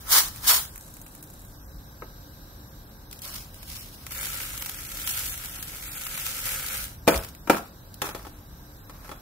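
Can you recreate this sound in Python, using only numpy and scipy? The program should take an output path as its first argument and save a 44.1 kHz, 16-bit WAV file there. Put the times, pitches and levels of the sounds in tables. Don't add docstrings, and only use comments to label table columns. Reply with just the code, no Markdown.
import sys
import numpy as np
from scipy import signal
from scipy.fft import rfft, irfft, next_fast_len
from scipy.io import wavfile
from scipy.ndimage import uniform_filter1d

SR = 44100
rng = np.random.default_rng(int(sys.argv[2]) if len(sys.argv) > 2 else 0)


def magnitude_from_level(level_db):
    exponent = np.asarray(level_db, float) / 20
    return 10 ** exponent


def output_pcm(signal):
    pcm = np.clip(np.atleast_2d(signal).T, -1, 1) * 32767
    wavfile.write(sys.argv[1], SR, np.round(pcm).astype(np.int16))


N = 406161


def rms_one(x):
    return x / np.sqrt(np.mean(x ** 2) + 1e-20)


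def in_time(rows):
    s, *columns = np.transpose(rows)
    t = np.arange(N) / SR
    return [magnitude_from_level(np.interp(t, s, c, left=-140, right=-140)) for c in columns]


def at_hz(points, hz):
    table_hz, value = np.transpose(points)
    return np.interp(np.log(hz), np.log(table_hz), value)


def colour(x, points):
    cepstrum = irfft(np.log(magnitude_from_level(at_hz(points, np.linspace(1, SR / 2, 2049)))))
    cepstrum[1:2048] *= 2
    cepstrum[2049:] = 0
    response = irfft(np.exp(rfft(cepstrum)))
    return signal.oaconvolve(x, response[None], axes=1)[:, :x.shape[1]]


def drift(rate):
    r = np.exp(-40 * np.pi * rate / SR)
    noise = rng.standard_normal(N // 20 + 4002)
    slow = signal.lfilter([1], [1, -2 * r, r * r], noise)[4000:]
    return np.interp(np.arange(N) / 20, np.arange(len(slow)), rms_one(slow))


def ring(clicks, hz, t60):
    r, w = magnitude_from_level(-60 / (t60 * SR)), 2 * np.pi * hz / SR
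    return signal.lfilter([0, np.sin(w)], [1, -2 * r * np.cos(w), r * r], clicks + 1e-18)


# f/Hz, correlation (-1 to 1)
LIKENESS = [(60, 0.97), (130, 1), (290, 0.87), (640, 0.55), (1410, -0.22), (3100, 0.13), (6820, -0.21),
            (15000, 0.14)]


def alike_noise(length):
    size = next_fast_len(length)
    mid, side = rfft(rng.standard_normal((2, size)))
    alike = np.clip(at_hz(LIKENESS, np.linspace(1, SR / 2, len(mid))), -1, 1)
    left_right = np.sqrt(1 + alike) * mid + np.sqrt(1 - alike) * side * [[1], [-1]]
    return irfft(left_right, size)[:, :length] / np.sqrt(2)


# f/Hz, level per Hz/dB
RUMBLE = [(16, -55), (28, -4.5), (44, -2.5), (140, -9.5), (270, -17.5), (480, -24), (900, -23.5),
          (1570, -28.5), (2300, -38.5), (3000, -37), (7000, -39), (11000, -39), (13000, -35), (14500, -42),
          (15800, -30.5)]
# t/s, level/dB
RUMBLE_LEVEL = [(0.0, -45), (0.5, -39), (2.2, -42.5), (3.6, -44), (6.5, -43), (8.0, -45), (9.21, -43)]
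# f/Hz, width/Hz, level/dB
WHINE = [(295.5, 4.1, 12), (533, 19.5, 1.5), (1583, 68, -3), (3916, 260, -7.5), (4790, 150, -13.5),
         (5720, 380, -9), (7510, 52, -6), (9300, 400, -20.5), (12040, 180, -12), (11700, 40, -7),
         (12860, 98, -2.5), (13300, 97, -5), (13900, 220, -11), (15800, 250, -18.5)]


def background():
    size = next_fast_len(N + SR)
    f = np.maximum(np.arange(size // 2 + 1) * SR / size, 1)
    lines = sum(magnitude_from_level(db) / (1 + ((f - hz) / width) ** 2) for hz, width, db in WHINE)
    whine = rms_one(irfft(rfft(alike_noise(size)) * lines, size)[:, :N])
    floor = rms_one(colour(alike_noise(N), RUMBLE))
    low = signal.sosfilt(signal.butter(2, 220, fs=SR, output="sos"), floor)
    rumble = low * in_time(RUMBLE_LEVEL)[0] * magnitude_from_level(2.4 * drift(1) - 2.2)
    return rumble + magnitude_from_level(-45.5) * (floor - low) + magnitude_from_level(-54.5 + drift(1.2)) * whine


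def envelope(full_s, swell_s, hold_s, level_db, sag_db_per_s, fall_db_per_s):
    swell_db = 30
    t = np.arange(0, N, 16) / SR - full_s
    sag = sag_db_per_s * np.minimum(t, hold_s)
    fall = fall_db_per_s * np.maximum(t - hold_s, 0)
    lost = np.where(t < 0, -t * swell_db / swell_s, sag + fall)
    return np.repeat(magnitude_from_level(level_db - np.minimum(lost, 120)), 16)[:N]


def movements(rows, sag_db_per_s, fall_db_per_s, vessel_late_s):
    hiss, vessel = np.zeros((2, N))
    for s, swell, hold, db, below_db in rows:
        hiss += envelope(s, swell, hold, db, sag_db_per_s, fall_db_per_s)
        vessel_hold = max(hold - 2.2 * vessel_late_s, 0)
        vessel += envelope(s + vessel_late_s, swell + 2 * vessel_late_s, vessel_hold, db + below_db,
                           sag_db_per_s, fall_db_per_s)
    return np.stack([hiss, vessel])


def grains(per_s, uneven_db, clumps):
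    n = len(clumps)
    sizes = magnitude_from_level(uneven_db * np.minimum(rng.exponential(1, n), 4)) * rng.choice([-1, 1], n)
    clicks = sizes * (rng.random(n) < per_s / SR) * clumps
    late = np.clip(np.arange(n) + rng.integers(-9, 10, n), 0, n - 1)
    return rms_one(np.stack([clicks, np.bincount(late, clicks, n)]))


def rice(gains, span, hiss, vessel, per_s, uneven_db, surge_db, clump_db, blur):
    clumps = magnitude_from_level(surge_db * drift(26.6) + clump_db * drift(120))[span]
    far = blur * alike_noise(len(clumps))
    on_grain = grains(per_s, uneven_db, clumps) + far
    on_vessel = grains(per_s * .3, uneven_db, clumps) + far
    hiss_gain, vessel_gain = gains[:, span]
    out = np.zeros((2, N))
    out[:, span] = rms_one(colour(on_grain, hiss)) * hiss_gain
    out[:, span] += rms_one(colour(on_vessel, vessel)) * vessel_gain
    return out


# full at t/s, swell/s, hold/s, hiss level/dB, patter re hiss/dB
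SHAKES = [
    (0.01, 0.033, 0.46, -43.5, -11),
    (0.097, 0.038, .015, -30, -12.5),
    (0.122, 0.03, 0.064, -12.5, -10.5),
    (0.455, 0.15, 0.018, -33.5, -12.5),
    (0.479, 0.01, .006, -18, -20),
    (0.483, 0.044, 0.074, -15.5, -10),
    (0.165, 0.0205, .004, -25, -14),
    (0.565, 0.024, 0.015, -31.5, -11),
]
# f/Hz, level per Hz/dB
SHAKE_HISS = [(1290, -46), (2200, -5), (2700, -17), (2940, -4.5), (3190, -3), (4700, 0), (7460, -2),
              (7970, -3.5), (9020, -1.5), (13100, -0.5), (15800, 0.5)]
# f/Hz, level per Hz/dB
SHAKE_TUB = [(180, -52), (300, -15.5), (328, -33), (376, -20), (602, -15.5), (677, -12), (863, -10),
             (1040, -2.5), (2600, -10), (3380, -56), (5720, -120)]


def shaking():
    gains = movements(SHAKES, sag_db_per_s=33, fall_db_per_s=238, vessel_late_s=0.019)
    return rice(gains, slice(0, SR), SHAKE_HISS, SHAKE_TUB,
                per_s=7000, uneven_db=2.5, surge_db=3.0, clump_db=0.0, blur=0.88)


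def burst(t60):
    t = np.arange(1500) / SR
    return alike_noise(1500) * magnitude_from_level(-60 * t / t60) / 2


def ticks(rows, edge_hz):
    bright, dull = np.zeros((2, 2, N + 1500))
    for s, peak_db, low_db in rows:
        i = round(s * SR)
        bright[:, i:i + 1500] += magnitude_from_level(peak_db - 3.5) * burst(0.023)
        dull[:, i:i + 1500] += magnitude_from_level(peak_db + low_db + 8.5) * burst(0.025)
    bright = colour(bright, [(edge_hz * .6, -30), (edge_hz, 2.5), (8000, 2.0), (12000, 5.0), (16000, 4.0)])
    dull = colour(dull, [(600, -5.0), (1200, 6.5), (2600, 7.0), (5000, -31)])
    return (bright + dull)[:, :N]


# full at t/s, swell/s, hold/s, hiss level/dB, patter re hiss/dB
SETTLING = [
    (0.72, .2, .78, -50, -22),
]
# f/Hz, level per Hz/dB
SETTLE_HISS = [(2940, -18), (5000, -13.5), (7750, -3.5), (13000, -6), (15800, -12)]
# t/s, peak level/dB, low part re peak/dB
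SETTLE_TICKS = [(0.7575, -24, -17), (0.939, -29, -30), (0.968, -31, -15), (1.015, -26, -29),
                (1.064, -33, -9), (1.15, -29, -20), (1.227, -27, -28), (1.335, -34, -27), (0.778, -26, -19),
                (0.883, -40, -13), (1.238, -30, -23), (1.3015, -33, -23), (1.3997, -39, -25),
                (1.4182, -35, -23), (1.45, -35, -27), (0.35, -34, -15), (0.36, -26, -14)]


def settling():
    gains = movements(SETTLING, sag_db_per_s=9, fall_db_per_s=100, vessel_late_s=.001)
    rolling = rice(gains, slice(SR // 2, 2 * SR), SETTLE_HISS, SHAKE_TUB,
                   per_s=500, uneven_db=3.0, surge_db=1.5, clump_db=2.5, blur=0.7)
    return rolling + ticks(SETTLE_TICKS, edge_hz=6500)


def blows(rows, modes, ring_db, longest_t60, crack_t60, thud_db):
    delay_s = .002
    s, peak_db, crack_db, pan_db = np.transpose(rows)
    start = round(s[0] * SR) - 10
    at = np.round((s + delay_s) * SR).astype(int) - start
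    spread = rng.normal(0, 1.5, (len(at), len(modes)))
    body, crack, thud = np.zeros((3, 2, at[-1] + SR // 4))
    for k, (hz, level_db, t60) in enumerate(modes):
        clicks = np.zeros(body.shape[1])
        sign = -(-1) ** k
        clicks[at] = sign * magnitude_from_level(peak_db + level_db + ring_db + spread[:, k])
        lean = magnitude_from_level(np.mean(pan_db) / 2 + rng.normal(0, 0.5))
        body += ring(clicks, hz, min(t60, longest_t60)) * [[lean], [1 / lean]]
    for i, bright_db, dull_db, pan in zip(at, crack_db, peak_db, pan_db):
        crack[:, i:i + 1500] += magnitude_from_level(bright_db + 8.5) * burst(crack_t60)
        thud[:, i:i + 1500] += magnitude_from_level(dull_db + thud_db + [[pan / 2], [-pan / 2]]) * burst(0.071)
    body += colour(thud, [(100, -31.0), (300, 3.5), (900, 0.3), (2500, -11.0), (5000, -51.0)])
    body += colour(crack, [(800, -7.0), (2500, 2.0), (8000, -2.2), (16000, -3.5)])
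    return np.pad(body, ((0, 0), (start, N)))[:, :N]


# t/s, peak level/dB, crack level/dB, left-right/dB
TAP = [
    (2.019, -20, -61, 2),
]
# f/Hz, level/dB, T60/s
FULL_TUB = [(483, 5, 0.081), (985, -5, 0.074), (1264, 0, 0.043), (1600, -8, 0.078), (1750, -12, 0.027),
            (1930, -19, 0.015), (2100, -12, 0.08), (2310, -24, 0.059), (2550, -36, 0.11)]


def tap():
    return blows(TAP, FULL_TUB, ring_db=-13, longest_t60=0.037, crack_t60=.015, thud_db=4.0)


# full at t/s, swell/s, hold/s, hiss level/dB, patter re hiss/dB
SLIDES = [
    (3.128, .03, 0.044, -48, -16.5),
    (3.225, 0.01, 0.17, -36, -12.5),
    (3.55, 0.061, .02, -49, -15),
    (3.7, 0.2, .13, -38, -19.5),
    (3.96, 0.28, 0.094, -47, -12.5),
]
# full at t/s, swell/s, hold/s, hiss level/dB, patter re hiss/dB
LEFTOVERS = [
    (7.105, 0.011, 0.055, -29, -5),
    (7.236, .01, 0.0034, -47, -27),
    (7.525, .01, 0.023, -34, -1.5),
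    (8.04, 0.011, 0.0077, -35, 1),
    (8.16, .01, 0.23, -52, -5.5),
    (8.898, 0.0022, .01, -65.5, 7),
    (9.11, 0.51, 0.029, -51, 1.5),
]
# f/Hz, level per Hz/dB
SLIDE_HISS = [(1290, -20), (2200, -2.5), (3350, -0.5), (4510, 0.5), (5270, 2), (6590, -2), (8100, -2.5),
              (12400, 0), (15800, -1.5)]
# f/Hz, level per Hz/dB
SLIDE_TUB = [(350, -52), (600, -4), (666, -8.5), (856, -11), (1110, 0), (2030, -12), (2600, -10),
             (3380, -53), (5720, -120)]
# t/s, peak level/dB, low part re peak/dB
TICKS = [(3.112, -28, -23), (3.1279, -24, -15.5), (3.19, -29, -32), (3.219, -22.5, -33),
         (3.543, -30, -18.5), (3.3627, -30, -6), (3.6292, -27, -14.5), (7.1427, -21, -2),
         (7.1757, -16, -21), (7.235, -26, -10), (7.247, -23, -11), (7.2877, -29, -18), (7.3494, -31, -14),
         (7.5444, -39, 9), (7.9418, -27.5, -39), (8.11, -33, -5.5), (9.056, -50, -7)]


def sliding():
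    gains = movements(SLIDES, sag_db_per_s=11, fall_db_per_s=183, vessel_late_s=0.029)
    gains += movements(LEFTOVERS, sag_db_per_s=41, fall_db_per_s=179.0, vessel_late_s=0.0038)
    slip = rice(gains, slice(3 * SR, N), SLIDE_HISS, SLIDE_TUB,
                per_s=4000, uneven_db=3.5, surge_db=2.3, clump_db=1.5, blur=0.6)
    return slip + ticks(TICKS, edge_hz=3000)


# t/s, level/dB
FLOW = [(4.09, -54), (4.21, -34), (4.87, -38.5), (5.04, -34), (5.36, -37.5), (5.7, -40), (6.27, -32),
        (6.84, -35.5), (6.992, -60.5)]


def strays():
    per_s, over_flow_db, spread_db, mean_low_db = 40, 6, 1.0, -13
    s, flow_db = np.transpose(FLOW)
    when, size, low = rng.random((round(per_s * (s[-1] - s[0])), 3)).T
    when = s[0] + when * (s[-1] - s[0])
    peak_db = np.interp(when, s, flow_db) + over_flow_db - spread_db * np.log(size + .05)
    return list(zip(when, peak_db, mean_low_db + 16 * (low - .5)))


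# full at t/s, swell/s, hold/s, hiss level/dB, patter re hiss/dB
SPURTS = [
    (4.068, .01, .005, -46, -13),
    (4.118, 0.016, 0.0047, -35, -9),
    (4.15, 0.0071, 0.23, -50, -2),
    (5.09, 0.072, 0.017, -32, -27),
    (5.17, 0.049, 0.018, -35, -8.5),
    (5.27, 0.11, 0.008, -37, -23),
    (6.465, 0.031, 0.093, -35, -7.5),
    (6.745, 0.12, 0.0049, -34, -4.5),
]
# f/Hz, level per Hz/dB
POUR_HISS = [(1290, -19.5), (2200, -21.5), (2330, -12.5), (2620, -2), (4780, -4), (7460, -2), (8230, -2.5),
             (10800, -2), (12100, 0.5), (15200, -3), (15800, -5)]
# f/Hz, level per Hz/dB
POUR_BOWL = [(240, -46), (400, -14), (551, -4.5), (630, -19), (772, -11), (855, -12.5), (1110, -12.5),
             (1340, 3), (1870, -2.5), (2330, 3), (2600, -3.5), (3380, -39), (5720, -120)]
# t/s, peak level/dB, low part re peak/dB
BOWL_TICKS = [(4.0657, -22.5, -9.5), (4.1083, -25, -11), (4.12, -21, -14), (4.148, -23, -16),
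              (4.1804, -24, -18), (4.2118, -22.5, -12), (4.229, -20, -8), (4.2555, -16, -17),
              (4.3014, -23, -13), (4.3316, -22, -15), (4.366, -31, -19), (4.3854, -26, -16),
              (4.404, -24, -6), (4.4304, -24, -18), (4.473, -31, -16), (4.5396, -24, -11),
              (4.5774, -19, -17), (4.6229, -16.5, -13), (4.6602, -16.5, -14), (4.695, -17.5, -18),
              (4.901, -28, -18), (4.947, -25, -20), (4.9711, -20, -16), (4.998, -22, -19),
              (5.0746, -12.5, -16), (5.0914, -22.5, -22), (5.1537, -21, -16), (5.1745, -26, -12),
              (5.2633, -22, -18), (5.3344, -34, -16), (5.3766, -21.5, -15), (5.4482, -27, -13),
              (5.4577, -20, -24), (5.627, -17, -17.5), (5.683, -29, -14), (5.7189, -29, -21),
              (5.7475, -28.5, -11), (5.8257, -30, -16), (5.9182, -26, -21), (6.0167, -22, -11.5),
              (6.0666, -18, -11), (6.1762, -20, -9), (6.2643, -15, -14.5), (6.325, -32, -16),
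              (6.3924, -30, -16), (6.4609, -21, -14), (6.6273, -27, -23), (6.6633, -18, -16),
              (6.6853, -18, -17)]


def pouring():
    gains = in_time(FLOW)[0] * magnitude_from_level([[0], [-10]])
    gains = gains + movements(SPURTS, sag_db_per_s=32, fall_db_per_s=249, vessel_late_s=0.0013)
    stream = rice(gains, slice(4 * SR, 7 * SR + 100), POUR_HISS, POUR_BOWL,
                  per_s=5000, uneven_db=3.0, surge_db=1.06, clump_db=1.5, blur=0.6)
    return stream + ticks(BOWL_TICKS, edge_hz=3000) + ticks(strays(), edge_hz=3000)


# t/s, peak level/dB, crack level/dB, left-right/dB
FIRST_KNOCK = [
    (7.0695, -25, -32, 3),
    (7.0745, -2, -16, 4),
    (7.0805, -9.5, -17.5, -3),
    (7.087, -8.5, -40, -2),
    (7.118, -17.5, -45, 15),
    (7.14, -18, -30.5, 7),
]
# f/Hz, level/dB, T60/s
HELD_TUB = [(191, -22, 0.16), (290, -11, .05), (470, -6, .09), (551, -9.5, 0.16), (656.5, -6.5, .13),
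            (936, -14, 0.11), (1120, -14, .08), (1268, -10, 0.081), (1490, -10, 0.05), (1520, -20, 0.077),
            (1966, -23, .05), (2334, -11, 0.044), (2425, -7.5, 0.032), (2700, -18, 0.043)]
# t/s, peak level/dB, crack level/dB, left-right/dB
SECOND_KNOCK = [
    (7.4715, -22.5, -38, 8),
    (7.4955, -2.5, -18.5, -9),
    (7.499, -9, -41, -5),
    (7.529, -19.5, -48, 14),
    (7.543, -23, -46, 10),
]
# f/Hz, level/dB, T60/s
UPTURNED_TUB = [(202, -13, .11), (300, -3.5, .045), (370, -18, 0.051), (468, -17, .08), (554, -10.5, .1),
                (658, -13, 0.072), (944, -8, .09), (1070, -15, 0.046), (1246, -11, .08), (1345, -7, 0.052),
                (1580, -7, .045), (1850, -14, .05), (2380, -9, .04), (2820, -29, .04)]


def knocks():
    first = blows(FIRST_KNOCK, HELD_TUB, ring_db=-7.5, longest_t60=0.18, crack_t60=0.069, thud_db=8.5)
    second = blows(SECOND_KNOCK, UPTURNED_TUB, ring_db=-6, longest_t60=0.08, crack_t60=0.089, thud_db=7.0)
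    return first + second


# t/s, peak level/dB, f/Hz, T60/s
PUNCHES = [
    (7.0768, 0.5, 396, 0.013),
    (7.0773, -8, 290, 0.028),
    (7.4969, -10, 510, 0.012),
    (7.5008, -0.5, 402, 0.011),
    (7.5014, -15, 302, 0.034),
]


def punches():
    push = np.zeros(N)
    for s, db, hz, t60 in PUNCHES:
        click = np.arange(N) == round(s * SR)
        push += ring(-magnitude_from_level(db) * click, hz, t60)
    return signal.sosfilt(signal.butter(2, 170, "high", fs=SR, output="sos"), push)


def wobble():
    band = signal.butter(2, [45, 90], "band", fs=SR, output="sos")
    flap = rms_one(signal.sosfilt(band, rng.standard_normal(N)))
    return flap * envelope(full_s=7.15, swell_s=0.055, hold_s=0.053, level_db=-33.5,
                           sag_db_per_s=10.5, fall_db_per_s=460)


# t/s, peak level/dB, crack level/dB, left-right/dB
SET_DOWN = [(8.016, -18.5, -22, 2), (8.038, -28, -49, -1), (8.07, -37, -50, 2), (8.087, -32, -34, -6),
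            (8.146, -29.5, -35, 9), (8.157, -34, -48, 2), (8.248, -36, -46, 2), (8.265, -36, -45, 7),
            (8.894, -39.5, -43.5, 8), (9.09, -35.5, -42.5, 7), (9.113, -29.5, -40, 0)]
# f/Hz, level/dB, T60/s
LOOSE_TUB = [(136, -6.5, 0.1), (403, -9, 0.1), (525, -3, 0.082), (841, -1, 0.1), (1110, 5.5, 0.032),
             (1340, 3, 0.027), (1780, -9, 0.82), (285, -18, 0.05), (187, -8.5, 0.1), (2860, -40, 0.18),
             (3390, -9.5, 0.13)]


def set_down():
    return blows(SET_DOWN, LOOSE_TUB, ring_db=-11.5, longest_t60=0.11, crack_t60=0.063, thud_db=12.5)


# f/Hz, T60/s
ROOM_T60 = [(100, 0.47), (250, 0.31), (500, 0.31), (2000, 0.3), (8000, 0.19), (16000, 0.039)]


def kitchen(x):
    t, noise, tail = np.arange(SR // 2) / SR, alike_noise(SR // 2), 0
    for hz in 90 * 2. ** np.arange(8):
        octave = signal.butter(2, [hz / np.sqrt(2), hz * np.sqrt(2)], "band", fs=SR, output="sos")
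        decay = magnitude_from_level(-60 * t / at_hz(ROOM_T60, hz)) * np.clip(t / 0.0017, 0, 1)
        tail = tail + signal.sosfilt(octave, noise) * decay
    tail /= np.sqrt(np.sum(tail ** 2) / 2)
    return signal.fftconvolve(x.mean(axis=0)[None], tail, axes=1)[:, :N]


def scene():
    loose = shaking() + settling() + sliding() + pouring()
    struck = tap() + knocks() + punches() + set_down()
    tail = kitchen(magnitude_from_level(-10.5) * loose + magnitude_from_level(-8.5) * struck)
    return background() + loose * magnitude_from_level([[.3], [-.3]]) + struck + wobble() + tail


# f/Hz, share of bands dropped (0 to 1)
STARVED = [(1800, 0), (2600, .15), (3600, .17), (4600, .27), (5600, .22), (6800, .24), (7600, .12),
           (8300, .06), (11000, .04), (12000, .005), (15000, .01)]


def starved_bands(x):
    mid_side = np.stack([x[0] + x[1], x[0] - x[1]]) / 2
    spec = signal.stft(mid_side, nperseg=1024, noverlap=512)[2]
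    bands = spec[:, :512].reshape(2, 64, 8, -1)
    level = 10 * np.log10(np.mean(abs(bands) ** 2, axis=2) + 1e-20)
    prominence = level - uniform_filter1d(level, size=25, axis=1)
    worth = .5 * prominence + 9 * rng.standard_normal(level.shape)
    worth = uniform_filter1d(worth, size=4, axis=2)
    shared = uniform_filter1d(16 * rng.standard_normal(level.shape[1:]), size=5, axis=0)
    worth += uniform_filter1d(shared, size=4, axis=1)
    worth += uniform_filter1d(3 * rng.standard_normal(level.shape[2]), size=5)
    loud = level.mean(axis=1)
    worth += 2 * np.maximum(loud - uniform_filter1d(loud, size=7), 0)[:, None]
    share = at_hz(STARVED, (np.arange(64) + .5) * SR / 128)
    rank = np.argsort(np.argsort(worth, axis=2), axis=2) / worth.shape[2]
    kept = rank >= share[:, None]
    spec[:, :512] = (bands * kept[:, :, None]).reshape(2, 512, -1)
    mid, side = signal.istft(spec, nperseg=1024, noverlap=512)[1][:, :N]
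    return np.stack([mid + side, mid - side])


def top_cut(x):
    return signal.sosfilt(signal.butter(12, 16700, fs=SR, output="sos"), x)


def record(dry):
    rounded = .95 * np.tanh(dry / .95)
    low_pass = signal.ellip(12, .3, 48, 15720, fs=SR, output="sos")
    mix = starved_bands(signal.sosfilt(low_pass, rounded))
    return top_cut(mix)


dry = scene()
out = record(dry)
output_pcm(out)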